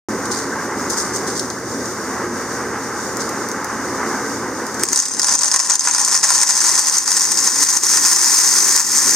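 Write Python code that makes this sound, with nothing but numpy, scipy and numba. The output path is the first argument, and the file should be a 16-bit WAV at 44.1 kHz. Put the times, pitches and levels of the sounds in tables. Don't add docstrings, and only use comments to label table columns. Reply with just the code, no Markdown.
import sys
import numpy as np
from scipy import signal
from scipy.fft import rfft, irfft, next_fast_len
from scipy.io import wavfile
from scipy.ndimage import uniform_filter1d
from numba import njit

SR = 44100
rng = np.random.default_rng(int(sys.argv[2]) if len(sys.argv) > 2 else 0)


def inscribe(sig):
    pcm = np.round(np.clip(np.atleast_2d(sig).T, -1, 1) * 32767)
    wavfile.write(sys.argv[1], SR, pcm.astype(np.int16))


N = 403515
TIME = np.arange(N) / SR
FFT_SIZE = next_fast_len(N + 20000)
FREQ = np.arange(FFT_SIZE // 2 + 1) * SR / FFT_SIZE


def undb(db):
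    return 10 ** (np.asarray(db) / 20)

def unit(x):
    return x / np.sqrt(np.mean(np.abs(x) ** 2))

def curves(table):
    times, *columns = np.transpose(table)
    return [np.interp(TIME, times, column) for column in columns]

def colour(points):
    hz, db = np.transpose(points)
    spectrum_db = np.interp(np.log(FREQ + 1), np.log(hz), db)
    cepstrum = irfft(np.log(undb(spectrum_db)), FFT_SIZE)
    cepstrum[FFT_SIZE // 2:] = 0
    return unit(np.exp(2 * rfft(cepstrum)))

def resonances(modes):
    return sum(undb(db) * FREQ * width / (FREQ * width + 1j * (FREQ ** 2 - hz ** 2))
               for hz, width, db in modes)

def filtered(x, response):
    return irfft(rfft(x, FFT_SIZE) * response, FFT_SIZE)[..., :N]

def stereo_noise(shape, coherence):
    mid, side = rng.standard_normal((2,) + shape)
    mid, side = mid * np.sqrt((1 + coherence) / 2), side * np.sqrt((1 - coherence) / 2)
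    return np.array([mid + side, mid - side])

def wander(rate_hz):
    hold = int(SR / rate_hz)
    steps = np.repeat(rng.standard_normal(N // hold + 1), hold)
    return 1.3 * uniform_filter1d(uniform_filter1d(steps, hold), hold)[:N]

def contacts(times, sizes, ring_s, coherence, tone=0, tail_db=-17, tail_s=.036, samples=640):
    t = np.arange(samples) / SR
    pitch_hz = rng.uniform(4740, 9640, (len(times), 1))
    noise = stereo_noise((len(times), samples), coherence)
    ring = tone * np.sin(2 * np.pi * pitch_hz * t)
    burst = (noise + ring) * np.exp(-t / ring_s) + undb(tail_db) * noise * np.exp(-t / tail_s)
    energy = (burst ** 2).mean(0).sum(1)
    burst *= (sizes / np.sqrt(energy))[:, None]
    index = ((times * SR).astype(int)[:, None] + np.arange(samples)).ravel()
    return np.array([np.bincount(index, side.ravel(), N + samples)[:N] for side in burst])

def shower(per_s, scatter_db):
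    index = np.flatnonzero(rng.random(N) < per_s / SR)
    sizes = unit(undb(scatter_db * np.clip(rng.standard_normal(N)[index], -2, 2)))
    return index, sizes * np.sqrt(SR / per_s[index])

def reverberant(x, t60_s, wet_db, coherence, samples=16000):
    t = np.arange(samples) / SR
    tail = stereo_noise((samples,), coherence) * undb(-60 * t / t60_s) * (t > .001)
    return x + undb(wet_db) * filtered(x, rfft(unit(tail), FFT_SIZE) / np.sqrt(samples))


# (multiple of the shaft rate, level [dB])
HARMONICS = [(1, -59), (2, -45)]

def motor_hum(shaft_angle):
    return sum(np.sqrt(2) * undb(db + 2.1 * wander(8)) * np.sin(k * shaft_angle) for k, db in HARMONICS)

# (time [s], rumble level [dB], wash level [dB])
CHURN_LEVELS = [(0.1, -25, -27), (0.35, -27, -27.5), (0.95, -26, -26), (1.35, -25.5, -27.5),
                (1.55, -28, -32), (2.15, -26.5, -27.5), (2.5, -27, -27), (3.6, -27.5, -26.5),
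                (4.25, -25.5, -25), (4.5, -27.5, -28.5), (4.75, -28.5, -27.5)]
# (frequency [Hz], relative level [dB])
RUMBLE_SPECTRUM = [(28, -48), (50, -40), (75, -13.5), (146, -13.5), (269, -1.5), (305, -5.5), (339, -3.5),
                   (408, -5), (448, -3.5), (520, -6), (600, -11), (780, -25.5), (1320, -120)]
WASH_SPECTRUM = [(450, -26.5), (760, -2), (827, -1), (874, 1.5), (946, -1), (1020, 1.5), (1340, 0),
                 (1470, -2), (1550, 1.5), (1670, -3), (2030, -6), (2540, -22), (2900, -22), (3770, -39),
                 (6380, -120)]
# (frequency [Hz], bandwidth [Hz], relative level [dB])
LOADED_MODES = [(202.7, 9.2, -5), (223.3, 5.5, -2), (278.2, 3.8, 1), (353, 45, -6.5)]

def slurry(shaft_angle, throw_depth=.06):
    rumble_db, wash_db = curves(CHURN_LEVELS)
    throw = unit(1 + throw_depth * (np.sin(shaft_angle) + .7 * np.sin(2 * shaft_angle)))
    bowl = unit(colour(RUMBLE_SPECTRUM) * (1 + resonances(LOADED_MODES)))
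    rumble = filtered(stereo_noise((N,), .99), bowl) * undb(rumble_db + 1.24 * wander(14))
    wash = filtered(stereo_noise((N,), .98) * throw, colour(WASH_SPECTRUM))
    return rumble + wash * undb(wash_db + 1.02 * wander(24))

# (frequency [Hz], relative level [dB])
HISS_SPECTRUM = [(1760, -31), (3000, -26), (3220, -22.5), (3520, -10.5), (4350, -11), (4860, -3.5),
                 (5600, 1), (6480, 3), (7720, -8), (8580, -4), (9140, -6.5), (10800, -20), (14000, -14.5),
                 (16000, -31)]

def machine_hiss(level_db=-32.5):
    return filtered(stereo_noise((N,), .31), colour(HISS_SPECTRUM)) * undb(level_db + 1.4 * wander(18))

# (time [s], frequency [Hz], peak level [dB])
SLURRY_GULPS = [(0.527, 1570, -23), (0.597, 1570, -25), (1.58, 1560, -27)]

def gulps(half_length_s=.017, warble=.08):
    sound = np.zeros(N)
    for s, hz, db in SLURRY_GULPS:
        phase = 2 * np.pi * np.cumsum(hz * (1 + warble * wander(400))) / SR
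        sound += undb(db) * np.exp(-((TIME - s) / half_length_s) ** 2) * np.sin(phase)
    return sound

def draught():
    return undb(-59) * filtered(stereo_noise((N,), 0), unit(resonances([(78, 53, 0)]) ** 2))

def tumbler(shaft_hz=59.64, wobble=.0046):
    shaft_angle = 2 * np.pi * np.cumsum(shaft_hz * (1 + wobble * wander(5.17))) / SR
    return motor_hum(shaft_angle) + slurry(shaft_angle) + machine_hiss() + gulps() + draught()


# (frequency [Hz], relative level [dB])
CLACK_SPECTRUM = [(1880, -56), (3200, -23.5), (4250, -14), (4600, -11), (5300, -3.5), (5710, -5),
                  (6230, 0.5), (6850, -4), (7580, -9.5), (8270, -6.5), (8850, -7), (9340, -10),
                  (10500, -22.5), (14700, -33), (16000, -40)]

def clack(impacts):
    return filtered(impacts, colour(CLACK_SPECTRUM))

# (frequency [Hz], relative level [dB])
EDGE_SPECTRUM = [(7000, -32), (9500, 2), (11000, 24.5), (13000, 12), (14500, 15), (16000, 10), (18000, -56)]

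def edge_tick(impacts):
    return filtered(impacts, colour(EDGE_SPECTRUM))

# (time [s], level [dB], decay time [s], wall scrape re slide [dB])
JAR_SLIDES = [(0.304, -24, 0.095, -9.5), (0.893, -20.5, .04, -25), (0.963, -22, 0.077, -28),
              (1.13, -25.5, 0.05, -17), (1.264, -26, .06, -11), (1.35, -27.5, .06, -11),
              (3.19, -27, 0.045, -10)]
# (time [s], relative level [dB], top-octave weight [dB])
JAR_CLICKS = [(0.255, -9.5, -30), (0.8999, -6.5, -16), (0.9986, -10, -17), (1.1606, -5, -19),
              (1.3947, -3, -32), (1.501, -10.5, -36), (1.856, -11, -22), (3.1697, -10.5, -9),
              (3.217, -11.5, -22), (3.2914, -12, -11), (3.4864, -12, -9), (3.515, -12, -14),
              (3.6441, -11.5, -10), (4.6666, -15, -10), (4.7432, -10.5, -18), (4.795, -7, -17)]

def jar(slide_contacts_per_s=1100, rise_s=.012):
    start, slide_db, decay_s, scrape_db = np.transpose(JAR_SLIDES)[..., None]
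    index, sizes = shower(slide_contacts_per_s * (TIME < POUR_START_S), scatter_db=2)
    times = index / SR
    age = times - start
    envelope = np.clip(age / rise_s, 0, 1) * np.exp(-np.maximum(age - rise_s, 0) / decay_s)
    sliding = sizes * undb(slide_db) * envelope
    slide = contacts(times, sliding.sum(0), ring_s=.0012, coherence=.15, tone=.35, samples=256)
    scrape = contacts(times, (sliding * undb(scrape_db)).sum(0), ring_s=.0011, coherence=.56, samples=256)
    s, db, top_db = np.transpose(JAR_CLICKS)
    clicks = contacts(s, undb(db + 8.5), ring_s=.0025, coherence=.32, tone=.47)
    edges = contacts(s, undb(db + top_db + 10.5), ring_s=.001, coherence=.3)
    taps = contacts(s, undb(db - top_db - 33), ring_s=.0055, coherence=1)
    wall = filtered(taps + scrape, unit(resonances([(4470, 1700, 0)]) ** 2))
    direct = clack(slide + clicks) + edge_tick(edges + undb(-19) * slide) + wall
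    return reverberant(direct, t60_s=.23, wet_db=-12, coherence=.092)


# (frequency [Hz], relative level [dB])
KNOCK_SPECTRUM = [(420, -37.5), (720, -19.5), (774, -4.5), (822, -8), (1180, -5), (1280, -4.5),
                  (1490, -2.5), (1610, -6), (1760, -1.5), (1910, 0), (2700, -14.5), (3510, -34),
                  (5940, -120)]
# (frequency [Hz], bandwidth [Hz], relative level [dB])
BARE_MODES = [(620, 22, 0), (853, 110, -1.5), (995, 93, 6), (1370, 80, 1), (1780, 20, -14)]

def bowl_knocks(force, heap):
    knock = undb(-3) * filtered(force, colour(KNOCK_SPECTRUM))
    ring = undb(-4.5 - 10 * heap) * filtered(force, unit(resonances(BARE_MODES)))
    thud = undb(-14.5) * heap * filtered(force, unit(resonances(LOADED_MODES[-1:])))
    return reverberant(knock + ring + thud, t60_s=.08, wet_db=-9, coherence=1)

# (time [s], relative level [dB])
HARD_CRACKS = [(4.836, 7), (4.93, -4.5), (5.1962, 0), (7.833, -2)]
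# (frequency [Hz], relative level [dB])
CRACK_SPECTRUM = [(100, -5), (350, 1), (2500, -3), (8000, 7.5), (15000, -5)]

def hard_cracks():
    s, db = np.transpose(HARD_CRACKS)
    blows = contacts(s, undb(db), ring_s=.00018, coherence=.74, tail_db=-34, tail_s=.004)
    force = np.bincount((s * SR).astype(int), undb(db), N)
    bowl = undb(-5) * unit(resonances(LOADED_MODES[-1:])) + undb(-6.5) * colour(KNOCK_SPECTRUM)
    return filtered(blows, colour(CRACK_SPECTRUM)) + filtered(force, bowl)

# (time [s], relative level of first blow [dB], fade time [s], knock weight [dB])
CLUMP_LANDINGS = [(4.835, -4.5, .003, -18), (4.853, -11, .003, -21), (4.887, -8, .004, -25.5),
                  (4.931, -2.5, .004, -21), (4.9595, -2, .004, -27.5), (4.975, -1, .008, -24),
                  (4.99, -2, 0.065, -24), (5.054, -4, .004, -31), (5.1956, 1, .003, -21),
                  (5.217, -4, 0.0029, -34), (5.23, -4, 0.0072, -20), (5.2443, -1, 0.0084, -20),
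                  (5.2686, -4, 0.0065, -20), (5.284, -5, 0.023, -17), (5.338, -7.5, .008, -23),
                  (5.353, 0, .004, -20), (5.39, -4, 0.0054, -19), (5.4094, -5.5, .016, -19),
                  (5.433, 1, 0.035, -19.5), (5.48, -4, .008, -22), (5.5145, -2, 0.0049, -22),
                  (5.54, -1, 0.0032, -16), (5.561, 1.5, 0.0087, -16.5), (5.593, -1, .04, -17.5),
                  (5.698, -1, 0.078, -16.5), (5.755, 3.5, 0.0035, -24), (5.794, 0.5, .006, -31),
                  (5.808, -2, 0.01, -20), (5.851, -4, .005, -18), (5.873, -2, 0.02, -10),
                  (5.911, -4.5, 0.0077, -20), (5.948, 0.5, 0.015, -16), (5.982, -1.5, 0.028, -19),
                  (6.048, 0.5, .006, -33), (6.077, -6, 0.09, -17.5), (6.144, -4.5, 0.049, -19),
                  (6.23, -6.5, 0.036, -14.5), (6.304, -0.5, 0.015, -15), (6.349, -3.5, .02, -23.5),
                  (6.423, -3, 0.019, -18), (6.49, -3, .045, -19.5), (6.568, -5, .018, -33),
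                  (6.616, -13, .015, -20), (6.793, 1.5, 0.017, -23), (6.87, -1.5, 0.04, -22.5),
                  (6.984, 6, 0.0068, -27), (7.077, 0, 0.0052, -19), (7.117, 4, 0.017, -19.5),
                  (7.168, 5, 0.01, -22), (7.196, 1.5, 0.069, -21.5), (7.319, 4, 0.0044, -22),
                  (7.373, 1, 0.034, -22.5), (7.474, 3, 0.011, -17), (7.637, 7, 0.014, -27),
                  (7.703, 5, .008, -26), (7.771, 6.5, 0.011, -27), (7.835, 6, 0.041, -23.5),
                  (7.972, 8.5, 0.013, -18), (8.763, 9, 0.054, -20.5), (8.973, 0.5, .025, -29)]

def clump_blows(count=9, gap_s=.0095, fade_db=9, spread_db=2.5):
    s, db, fade_s, knock_db = np.transpose(CLUMP_LANDINGS)[..., None]
    gaps = gap_s * rng.uniform(.5, 1.5, (len(s), count))
    delay = np.cumsum(gaps, 1) - gaps[:, :1]
    scatter_db = spread_db * rng.standard_normal(delay.shape) * (delay > 0)
    blow_db = db + scatter_db - fade_db * (delay / fade_s) ** 2
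    return np.array([(s + delay).ravel(), blow_db.ravel(), np.repeat(knock_db, count)])

def stray_blows(flow_db, heap, count=520, bare_per_s=16, heap_per_s=130):
    per_s = (bare_per_s * (1 - heap) + heap_per_s * heap) * (TIME > POUR_START_S)
    s = np.interp(np.arange(count) + rng.random(count), np.cumsum(per_s) / SR, TIME)
    blow_scatter, knock_scatter = rng.standard_normal((count, 2)).T
    blow_db = np.interp(s, TIME, flow_db) + 11 + 3 * np.clip(blow_scatter, -2, 2)
    return np.array([s, blow_db, knock_scatter - 22])[:, s < TIME[-1]]

def bounced(times, db, gap_s=.004, loss_db=11, count=2):
    gaps = gap_s * rng.uniform(.24, 1.4, (len(times), count))
    delay = np.cumsum(gaps, 1) - gaps[:, :1]
    return (times[:, None] + delay).ravel(), undb(db[:, None] - loss_db * np.arange(count)).ravel()

def narrowed(x, stereo_from_hz=5100):
    side = filtered(x[0] - x[1], (1 + (stereo_from_hz / (FREQ + 1)) ** 10) ** -.5) / 2
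    return x.mean(0) + np.array([side, -side])

# (time [s], flow level [dB], gain from the fall [dB], share on the heap [0-1])
STREAM = [(4.8, -42.5, 12, .25), (4.9, -28.5, 11.5, .2), (5.0, -19.5, 15.5, .15), (5.18, -28.5, 12, .06),
          (5.3, -21.5, 15.5, .05), (5.8, -20, 15.5, .1), (6.65, -20, 19.5, .4), (7.05, -18.5, 11.5, .55),
          (7.55, -17.5, 9, .7), (8.15, -10.5, 11, .85), (8.7, -16.5, 11, .95), (9.15, -17.5, 10.5, .95)]
POUR_START_S = STREAM[0][0]
# (time [s], duration [s])
NECK_JAMS = [(5.754, 0.026), (6.177, 0.054), (7.783, .054)]

def pour(jam_db=-7, cushion_db=4.5, bare_per_s=700, heap_per_s=2800):
    flow_db, fall_db, heap = curves(STREAM)
    flow_db += jam_db * sum((TIME > s) & (TIME < s + length_s) for s, length_s in NECK_JAMS)
    s, db, knock_db = np.hstack([clump_blows(), stray_blows(flow_db, heap)])
    blow_db = db + 11.5 - cushion_db * np.interp(s, TIME, heap)
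    hard = contacts(*bounced(s, blow_db), ring_s=.0017, coherence=.68, tone=.69, tail_db=-15)
    per_s = (bare_per_s * (1 - heap) + heap_per_s * heap) * (TIME > POUR_START_S)
    index, sizes = shower(per_s, scatter_db=2.5)
    sizes *= undb(flow_db - 4 + 1.5 * heap + wander(70))[index]
    fine = contacts(index / SR, sizes, ring_s=.0018, coherence=.68, tone=.48, samples=256)
    impacts = hard + fine
    clatter = clack(impacts) + undb(-14) * heap * edge_tick(impacts) + hard_cracks()
    force = contacts(index / SR, sizes * undb(-10.5), ring_s=.0007, coherence=1, samples=256)
    force += contacts(s, undb(db + knock_db + 19), ring_s=.0062, coherence=1, tail_db=2, tail_s=.0066)
    clatter = narrowed(reverberant(clatter, t60_s=.04, wet_db=-7, coherence=.16))
    return (clatter + bowl_knocks(force, heap)) * undb(fall_db)

def scene():
    return tumbler() + jar() + pour()


@njit
def peak_envelope(x, attack, release):
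    envelope, held = np.empty(len(x)), 0.
    for i in range(len(x)):
        held += (x[i] - held) * (attack if x[i] > held else release)
        envelope[i] = held
    return envelope

def limiter(x, ceiling, attack_s, release_s):
    peak = peak_envelope(np.abs(x).max(0), 1 - np.exp(-1 / (attack_s * SR)), 1 / (release_s * SR))
    return x / np.maximum(peak / ceiling, 1)

# (frequency [Hz], level difference [dB], phase lead [rad])
PORT_DIFFERENCES = [(100, -1, 0.093), (1210, -0.35, 0.051), (3700, -1, 0.42), (4400, 0.5, -0.82),
                    (4560, -14, 0.51), (5180, -3, 0.98), (6800, 7, 0.46), (6840, 7.5, 0.54),
                    (8100, -0.3, -0.23), (12000, 3, -0.85), (15000, 0.0, -1)]

def record(dry, start_s=.086, cutoff_hz=15800):
    hz, balance_db, lead = np.transpose(PORT_DIFFERENCES)
    port = undb(np.interp(FREQ, hz, balance_db) / 2) * np.exp(.5j * np.interp(FREQ, hz, lead))
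    ported = filtered(dry, np.array([port, 1 / port])) * (TIME > start_s)
    limited = limiter(ported, ceiling=.79, attack_s=.00018, release_s=.11)
    saturated = limited / (1 + limited ** 6) ** (1 / 6)
    return signal.sosfilt(signal.ellip(8, .2, 70, cutoff_hz, fs=SR, output="sos"), saturated)


dry = scene()
out = record(dry)
inscribe(out)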